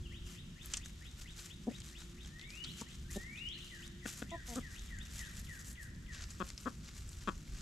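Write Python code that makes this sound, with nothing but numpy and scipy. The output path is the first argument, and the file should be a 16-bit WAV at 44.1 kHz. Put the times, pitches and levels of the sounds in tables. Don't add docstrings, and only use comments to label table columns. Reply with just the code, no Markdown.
import sys
import numpy as np
from scipy import signal
from scipy.fft import rfft, irfft
from scipy.io import wavfile

SR = 44100
rng = np.random.default_rng(int(sys.argv[2]) if len(sys.argv) > 2 else 0)


def master_out(mix):
    frames = np.transpose(np.atleast_2d(mix))
    ceiling = np.clip(frames, -1, 1)
    pcm = np.round(ceiling * 32767).astype(np.int16)
    wavfile.write(sys.argv[1], SR, pcm)


N = 335601
TIME = np.arange(N) / SR

# t/s, push length/s, level/dB, crispness (top treble boost)/dB
FOOT_STROKES = [(0.269, 0.086, -58.5, 0.5), (.63, 0.058, -59, 1), (0.709, 0.065, -52.5, -4),
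                (.855, 0.011, -57.5, 4), (1.19, 0.029, -56, 1.5), (1.378, 0.082, -55.5, 1),
                (1.698, 0.11, -61, -6), (1.84, 0.074, -57.5, 0), (1.989, 0.056, -58.5, -2.5),
                (2.253, 0.017, -56, -7.5), (2.50, .09, -60, 0), (2.67, .09, -61.5, 1.5),
                (2.786, 0.021, -53.5, 0), (2.89, 0.064, -59.5, -3), (3.114, 0.048, -56.5, 7),
                (3.21, 0.039, -60, -2), (3.32, .08, -65.5, 0), (3.59, .28, -60.5, 0.5),
                (4.07, 0.021, -52, 2.5), (4.124, 0.092, -55, 3.5), (4.47, .1, -53.5, 4),
                (4.71, .19, -62.5, 1), (5.06, 0.31, -60, 1), (5.151, 0.065, -55.5, 4.5),
                (5.37, .03, -61.5, 6.5), (5.449, 0.17, -63.5, 6), (5.658, 0.064, -61, 10.5),
                (5.82, 0.019, -63.5, 9.5), (6.135, 0.098, -54, -14), (6.304, 0.013, -55.5, -1),
                (6.39, 0.11, -59, -2.5), (6.58, 0.055, -62, 4), (6.84, .1, -57, -19),
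                (6.96, 0.029, -58, 1.5), (7.08, 0.096, -63.5, 3), (7.21, 0.079, -59.5, -14),
                (7.5, 0.16, -60, -8)]
# t/s, level/dB
FLOCK_RUSTLE = [(0, -66), (.5, -69), (1, -64), (1.6, -65), (2.3, -65), (3.4, -65.5), (4, -68), (4.65, -62),
                (5.6, -65.5), (5.95, -71.5), (6.3, -62), (7.61, -63)]
# f/Hz, level/dB
LEAF_EQ = [(400, -6.5), (900, -6.5), (1400, 0), (2300, -1), (3500, -0.5), (4600, 0), (6000, 2), (7500, 2.5),
           (9000, -7), (12000, -10.5), (14500, -25)]


def raking(attack_s=0.013, release_s=0.026, bed_crisp_db=-2.5):
    power = from_db(in_time(FLOCK_RUSTLE)[0]) ** 2
    top_power = power * from_db(bed_crisp_db) ** 2
    for start, length, db, crisp_db in FOOT_STROKES:
        fade = np.maximum(start - TIME, 0) / attack_s + np.maximum(TIME - start - length, 0) / release_s
        stroke = from_db(db) ** 2 * np.exp(-2 * np.minimum(fade, 20))
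        power += stroke
        top_power += stroke * from_db(crisp_db) ** 2
    level_db = 10 * np.log10(power)
    fractures = crackle(per_s=3000 * from_db(.5 * (level_db - np.mean(level_db))))
    sliding = from_db(-3.5) * stereo_noise(width=.42)
    litter = colour(fractures + sliding, LEAF_EQ)
    top = signal.sosfiltfilt(signal.butter(2, 7500, "high", fs=SR, output="sos"), litter)
    litter += top * (np.sqrt(top_power / power) - 1)
    clumps_db = 1.7 * drift(130) + drift(35)
    return litter * from_db(level_db + clumps_db) * pan(0.96)


def crackle(per_s, size_db=4.0, damping=0.16):
    onsets = np.flatnonzero(rng.random(N) < per_s / SR)
    pitches = np.geomspace(1100, 14000, num=30)
    sizes = from_db(size_db * np.minimum(rng.exponential(1, N), 4)) * rng.choice([-1, 1], N)
    sides_db = 3.1 * rng.standard_normal(N)
    pitch_index = rng.integers(0, len(pitches), N)
    out = np.zeros((2, N))
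    for k, hz in enumerate(pitches):
        at = onsets[pitch_index[onsets] == k]
        clicks = np.full((2, N), 1e-18)
        clicks[:, at] = sizes[at] * pan(sides_db[at])
        out += resonance(clicks, hz, damping * hz) + 0.33 * clicks
    return rms_one(out)


# t/s, level/dB, ring f/Hz, crumble decay/s
TWIG_SNAPS = [(0.6588, -38.5, 11450, 0.0025), (0.7368, -21, 6500, 0.0035), (0.7403, -30, 3000, 0.0052),
              (0.7702, -27.5, 7000, 0.0024), (0.774, -32.5, 6030, .0048), (0.859, -39, 6960, 0.0042),
              (0.8596, -42, 1690, 0.0023), (1.393, -37, 4120, 0.0023), (1.803, -39, 7000, 0.0017),
              (1.8185, -40.5, 3480, 0.002), (2.0183, -41.5, 1287, .0033), (2.248, -43.5, 3260, 0.0018),
              (2.3954, -38.5, 3440, 0.0024), (2.4135, -38, 3460, 0.0028), (2.5043, -35.5, 4850, 0.0034),
              (2.64, -38, 4600, 0.0024), (2.645, -33.5, 3820, 0.0075), (2.6456, -46, 1330, 0.012),
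              (2.811, -38, 6800, 0.0045), (3.113, -46, 7500, .005), (3.4879, -39.5, 5800, 0.002),
              (3.878, -38, 7000, 0.0011), (4.307, -42.5, 7000, 0.0021), (4.492, -35, 5980, 0.0026),
              (4.558, -30, 6900, 0.0023), (4.794, -39, 6410, 0.0013), (4.9874, -38, 7000, .002),
              (5.193, -29.5, 7100, .001), (5.591, -44, 6540, .0058), (5.728, -43, 8900, .001),
              (6.305, -40, 7000, 0.0078), (6.503, -34, 5360, .0008), (6.503, -35.5, 2290, 0.00094),
              (6.578, -32.5, 5230, 0.0022), (7.091, -40, 7900, 0.0032), (7.4778, -49, 2150, .0018)]


def twigs():
    out, t = np.zeros((2, N)), np.arange(2048) / SR
    for start, db, hz, crumble_s in TWIG_SNAPS:
        burst = .17 * stereo_noise(width=.3, samples=len(t)) * np.exp(-t / crumble_s)
        burst[:, 0] += 1
        twig = resonance(burst, hz, 0.2 * hz) + 0.12 * resonance(burst, 3160, 1300) + .07 * burst
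        twig = cut(twig, np.clip(1.3 * hz, 8500, 15000), order=6)
        peak = np.abs(twig.mean(axis=0)).max()
        add(out, from_db(db) * twig / peak * pan(1.9), start)
    return out


# t/s, length/s, first f/Hz, middle f/Hz, last f/Hz, level/dB,
# beak resonance f/Hz, beak opening/dB, throat rasp/dB, pan of the bright part (left over right)/dB
HEN_CLUCKS = [(1.67, 0.022, 175.4, 257, 225, -31, 422, -9, -40, 0),
              (1.706, 0.013, 277, 285, 270, -50, 547, 3, -25, -2),
              (2.814, 0.0088, 232, 225, 226, -40, 910, 2.5, -8, 6),
              (3.159, 0.019, 194, 198, 186, -35.5, 377, -27, -40, -4),
              (4.0560, 0.0078, 248, 242, 243, -36.5, 1540, 3, 4.5, 9),
              (4.2204, 0.0082, 242, 239, 238, -35.5, 1480, 3, 5, 6.5),
              (4.316, 0.045, 329, 340, 331, -48.5, 700, 12.5, -9, -0.5),
              (4.483, 0.068, 249, 235.6, 225, -48.5, 665, 3, -17, 4),
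              (4.559, .036, 232, 274, 217, -36, 1210, -2, -5, 6),
              (6.402, .027, 191.8, 180, 179, -36.5, 1136, 5.5, -2, 12.5),
              (6.658, 0.027, 199.4, 282, 200, -35.5, 1170, 6.5, -9.5, 10.5),
              (7.2742, 0.023, 232, 188.6, 147.5, -34.5, 1145, 9.5, -1, 8.5)]
# f/Hz, bandwidth/Hz, level/dB
WINDPIPE_MODES = [(225, 131, 6), (470, 560, -12)]
# f/Hz, bandwidth/Hz, level/dB
THROAT_MODES = [(2580, 380, -16.5), (3200, 390, -16.5), (7000, 1200, -35)]


def clucks():
    out, t = np.zeros((2, N)), np.arange(4096) / SR
    for start, length, first, middle, last, level_db, beak_hz, open_db, rasp_db, side_db in HEN_CLUCKS:
        progress = np.minimum(t / length, 1)
        cycles = np.cumsum(np.interp(progress, [0, .5, 1], [first, middle, last])) / SR
        effort = np.interp(progress, [0, .45, .75, 1], [0.46, 0.73, 0.86, 0.2]) * (progress < 1)
        pulses = effort * (np.diff(np.floor(cycles), prepend=-1) + .009 * rng.standard_normal(len(t)))
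        hum = -sum(from_db(db) * resonance(pulses, hz, width) for hz, width, db in WINDPIPE_MODES)
        hum = cut(hum, 680, order=5)
        beak = resonance(resonance(pulses, beak_hz, 283), 0.98 * beak_hz, 830)
        beak += 0.21 * resonance(pulses, 1.3 * beak_hz, 490)
        beak = cut(beak, 1.55 * beak_hz, order=8)
        beak = cut(beak, 0.94 * beak_hz, order=2, keep="high")
        throat = sum(from_db(db) * resonance(resonance(pulses, hz, width), hz, 2 * width)
                     for hz, width, db in THROAT_MODES)
        bright = from_db(open_db - 3.5) * (beak + from_db(rasp_db) * throat)
        hum_rms = np.sqrt(np.sum(hum ** 2) / (length * SR))
        add(out, from_db(level_db - 3) / hum_rms * (hum * pan(1.0) + bright * pan(side_db)), start)
    return out


# t/s within the note, f/Hz, level/dB
SLUR_CONTOUR = [(0, 1550, -25), (.08, 1747, -20.5), (.145, 1859, -9.5), (.18, 1982, -9.5), (.3, 2378, -8),
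                (.375, 2866, -2.5), (.415, 2940, 0), (.465, 3390, -4.5), (.498, 4350, -7), (.51, 4430, -37)]
FALL_CONTOUR = [(-.008, 4220, -28), (-.003, 3387, -2), (.002, 2402, -5), (.009, 2167, -13.5),
                (.025, 1980, 3.5), (.05, 1807, -1), (.08, 1640, -3), (.11, 1494, -15.5), (.125, 1370, -13)]
CHIP_CONTOUR = [(0, 1710, -12), (.015, 1850, -4.5), (.03, 2114, -5), (.041, 2725, -0.5), (.055, 3420, 1.5),
                (.069, 3800, 0.5), (.078, 3920, -13)]
TWIT_CONTOUR = [(0, 3395, -7), (.02, 3030, -5.5), (.035, 2680, -6), (.05, 2350, -28)]
# t/s, level/dB
SLUR_CUES = [(2.212, -51), (3.046, -46.5)]
FALL_CUES = [(3.696, -56), (4.005, -59.5), (4.3, -55), (4.609, -56.5), (4.888, -55.5), (5.174, -53.5),
             (5.471, -54), (5.757, -55.5), (6.066, -57)]
TWIT_CUES = [(.035, -55.5), (0.229, -58.5), (.408, -74)]
# first t/s, last t/s, step/s, level/dB
CHIP_BEATS = [(.1, 1.913, .2266, -59.5), (2.148, 5.189, .234, -60.5)]


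def songbirds():
    song = whistles(SLUR_CONTOUR, SLUR_CUES) + whistles(FALL_CONTOUR, FALL_CUES)
    singer = from_afar(song, flutter_db=0.3, echo_db=1, t60=1.04)
    chip_cues = [(start, db + 0.4 * rng.standard_normal())
                 for first, last, step, db in CHIP_BEATS
                 for start in np.linspace(first, last, round((last - first) / step) + 1)]
    chipper = from_afar(whistles(CHIP_CONTOUR, chip_cues), flutter_db=4.5, echo_db=1.5, t60=1.0)
    twits = from_afar(whistles(TWIT_CONTOUR, TWIT_CUES), flutter_db=5, echo_db=9, t60=1.3)
    return singer + chipper + twits


def whistles(contour, cues):
    out, t = np.zeros(N), np.arange(contour[0][0], contour[-1][0], 1 / SR)
    hz, envelope_db = in_time(contour, t)
    for start, level_db in cues:
        detune = 1 + 0.0063 * rng.standard_normal()
        add(out, from_db(level_db + envelope_db) * sine(hz * detune), start + t[0])
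    return out


def from_afar(song, flutter_db, echo_db, t60):
    direct = song * from_db(flutter_db * drift(130)) * pan(5.5)
    smear = from_db(2) * tree_echo(song, t60=0.13, build_s=0.0052)
    tail = from_db(echo_db) * tree_echo(song, t60=t60, build_s=0.035)
    return direct + (smear + tail) * pan(1.4)


def tree_echo(x, t60, build_s):
    t = np.arange(SR) / SR
    tail = rng.standard_normal((2, SR)) * from_db(-60 * t / t60) * (1 - np.exp(-t / build_s))
    tail /= np.sqrt(np.sum(tail[0] ** 2))
    return signal.fftconvolve(np.atleast_2d(x), tail, axes=-1)[:, :N]


# t/s, level/dB
RUMBLE_RIDE = [(0, -46), (.5, -55.5), (.8, -51), (1.05, -57.5), (1.3, -48), (1.6, -57.5), (2.3, -53),
               (2.9, -58.5), (3.17, -46), (3.28, -55), (4.3, -55), (4.6, -51), (5.25, -49.5), (5.95, -51.5),
               (6.27, -48), (6.6, -53.5), (7.08, -50), (7.61, -47.5)]
# f/Hz, level/dB
DEEP_EQ = [(15, -12.5), (30, -2), (55, -1), (85, -3.5), (120, -13.5), (200, -29.5)]
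UPPER_EQ = [(70, -18.5), (120, 0), (165, 2.5), (240, -4.5), (330, -18), (480, -29), (800, -48)]
HUSH_EQ = [(300, 9.5), (500, 0), (800, -6.5), (1400, -0.5), (2000, -4), (3200, -3), (4600, -4.5),
           (7500, -6), (9500, -15), (14500, -26)]
# f/Hz, base level/dB
HUM_TONES = [(59.2, -61.5), (349, -68)]
# t/s, level/dB
HUM_RIDE = [(0, 5.5), (.7, -7.5), (1.4, -4.5), (2.2, 2.5), (2.9, -5.5), (4, 1), (4.9, -12), (7.61, -6.5)]


def outdoors():
    deep = from_db(in_time(RUMBLE_RIDE)[0] + drift(12)) * colour(stereo_noise(width=0.03), DEEP_EQ)
    upper = from_db(-57 + 2.14 * drift(10)) * colour(stereo_noise(width=0.18), UPPER_EQ)
    hush = from_db(-65) * colour(stereo_noise(width=0.68), HUSH_EQ) * pan(0.28)
    low_hum, high_hum = [from_db(db + 2.3 * drift(7)) * np.sqrt(2) * sine(hz * (1 + 0.0218 * drift(40)))
                         for hz, db in HUM_TONES]
    return deep + upper + hush + low_hum + high_hum * from_db(in_time(HUM_RIDE)[0])


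def from_db(db):
    return 10 ** (np.asarray(db) / 20)


def rms_one(x):
    return x / np.sqrt(np.mean(x ** 2) + 1e-20)


def in_time(rows, t=TIME):
    times, *columns = np.transpose(rows)
    return [np.interp(t, times, column) for column in columns]


def add(out, sound, start):
    at = max(int(start * SR), 0)
    out[..., at:at + sound.shape[-1]] += sound[..., :N - at]


def pan(balance_db):
    return from_db(np.array([[.5], [-.5]]) * balance_db)


def sine(hz):
    return np.sin(2 * np.pi * np.cumsum(hz) / SR)


def drift(per_s):
    knots = rng.standard_normal(4096)
    return rms_one(np.interp(TIME * per_s, np.arange(len(knots)), knots))


def stereo_noise(width, samples=N):
    mid, side = rng.standard_normal((2, samples))
    return mid + width * side * np.array([[1], [-1]])


def colour(x, spectrum):
    hz, db = np.transpose(spectrum)
    log_f = np.log(np.fft.rfftfreq(N, 1 / SR) + 1)
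    gain = from_db(np.interp(log_f, np.log(hz), db))
    outside = np.maximum(np.log(hz[0]) - log_f, 0) + np.maximum(log_f - np.log(hz[-1]), 0)
    return rms_one(irfft(rfft(x) * gain * np.exp(-2 * outside), N))


def resonance(x, hz, width_hz):
    r = np.exp(-np.pi * width_hz / SR)
    feedback = [1, -2 * r * np.cos(2 * np.pi * hz / SR), r * r]
    return signal.lfilter(np.array([1, 0, -1]) * (1 - r * r) / 2, feedback, x)


def cut(x, hz, order, keep="low"):
    return signal.sosfilt(signal.butter(order, hz, keep, fs=SR, output="sos"), x)


def scene():
    flock = clucks() + twigs() + raking()
    flock_echo = from_db(-15.5) * tree_echo(flock, t60=0.13, build_s=0.0086)
    return flock + flock_echo + songbirds() + outdoors()


# f/Hz, lead of the left/rad
LEFT_PORT_LEAD = [(300, -0.03), (700, -0.68), (1300, -0.55), (1900, -0.75), (2900, -0.36), (4500, -0.35),
                  (9000, 0.26)]


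def record(dry, cutoff_hz=15200):
    left, right = dry
    left = left + 0.05 * resonance(left, 1400, 400) + 1.06 * resonance(left, 12630, 3300)
    right = right - 0.092 * resonance(right, 2100, 610)
    lead = np.interp(np.fft.rfftfreq(N, 1 / SR), *np.transpose(LEFT_PORT_LEAD))
    left = irfft(rfft(left) * np.exp(1j * lead), N)
    top_cut = signal.ellip(10, .1, 80, cutoff_hz, fs=SR, output="sos")
    return signal.sosfilt(top_cut, np.array([left, right]))


dry = scene()
out = record(dry)
master_out(out)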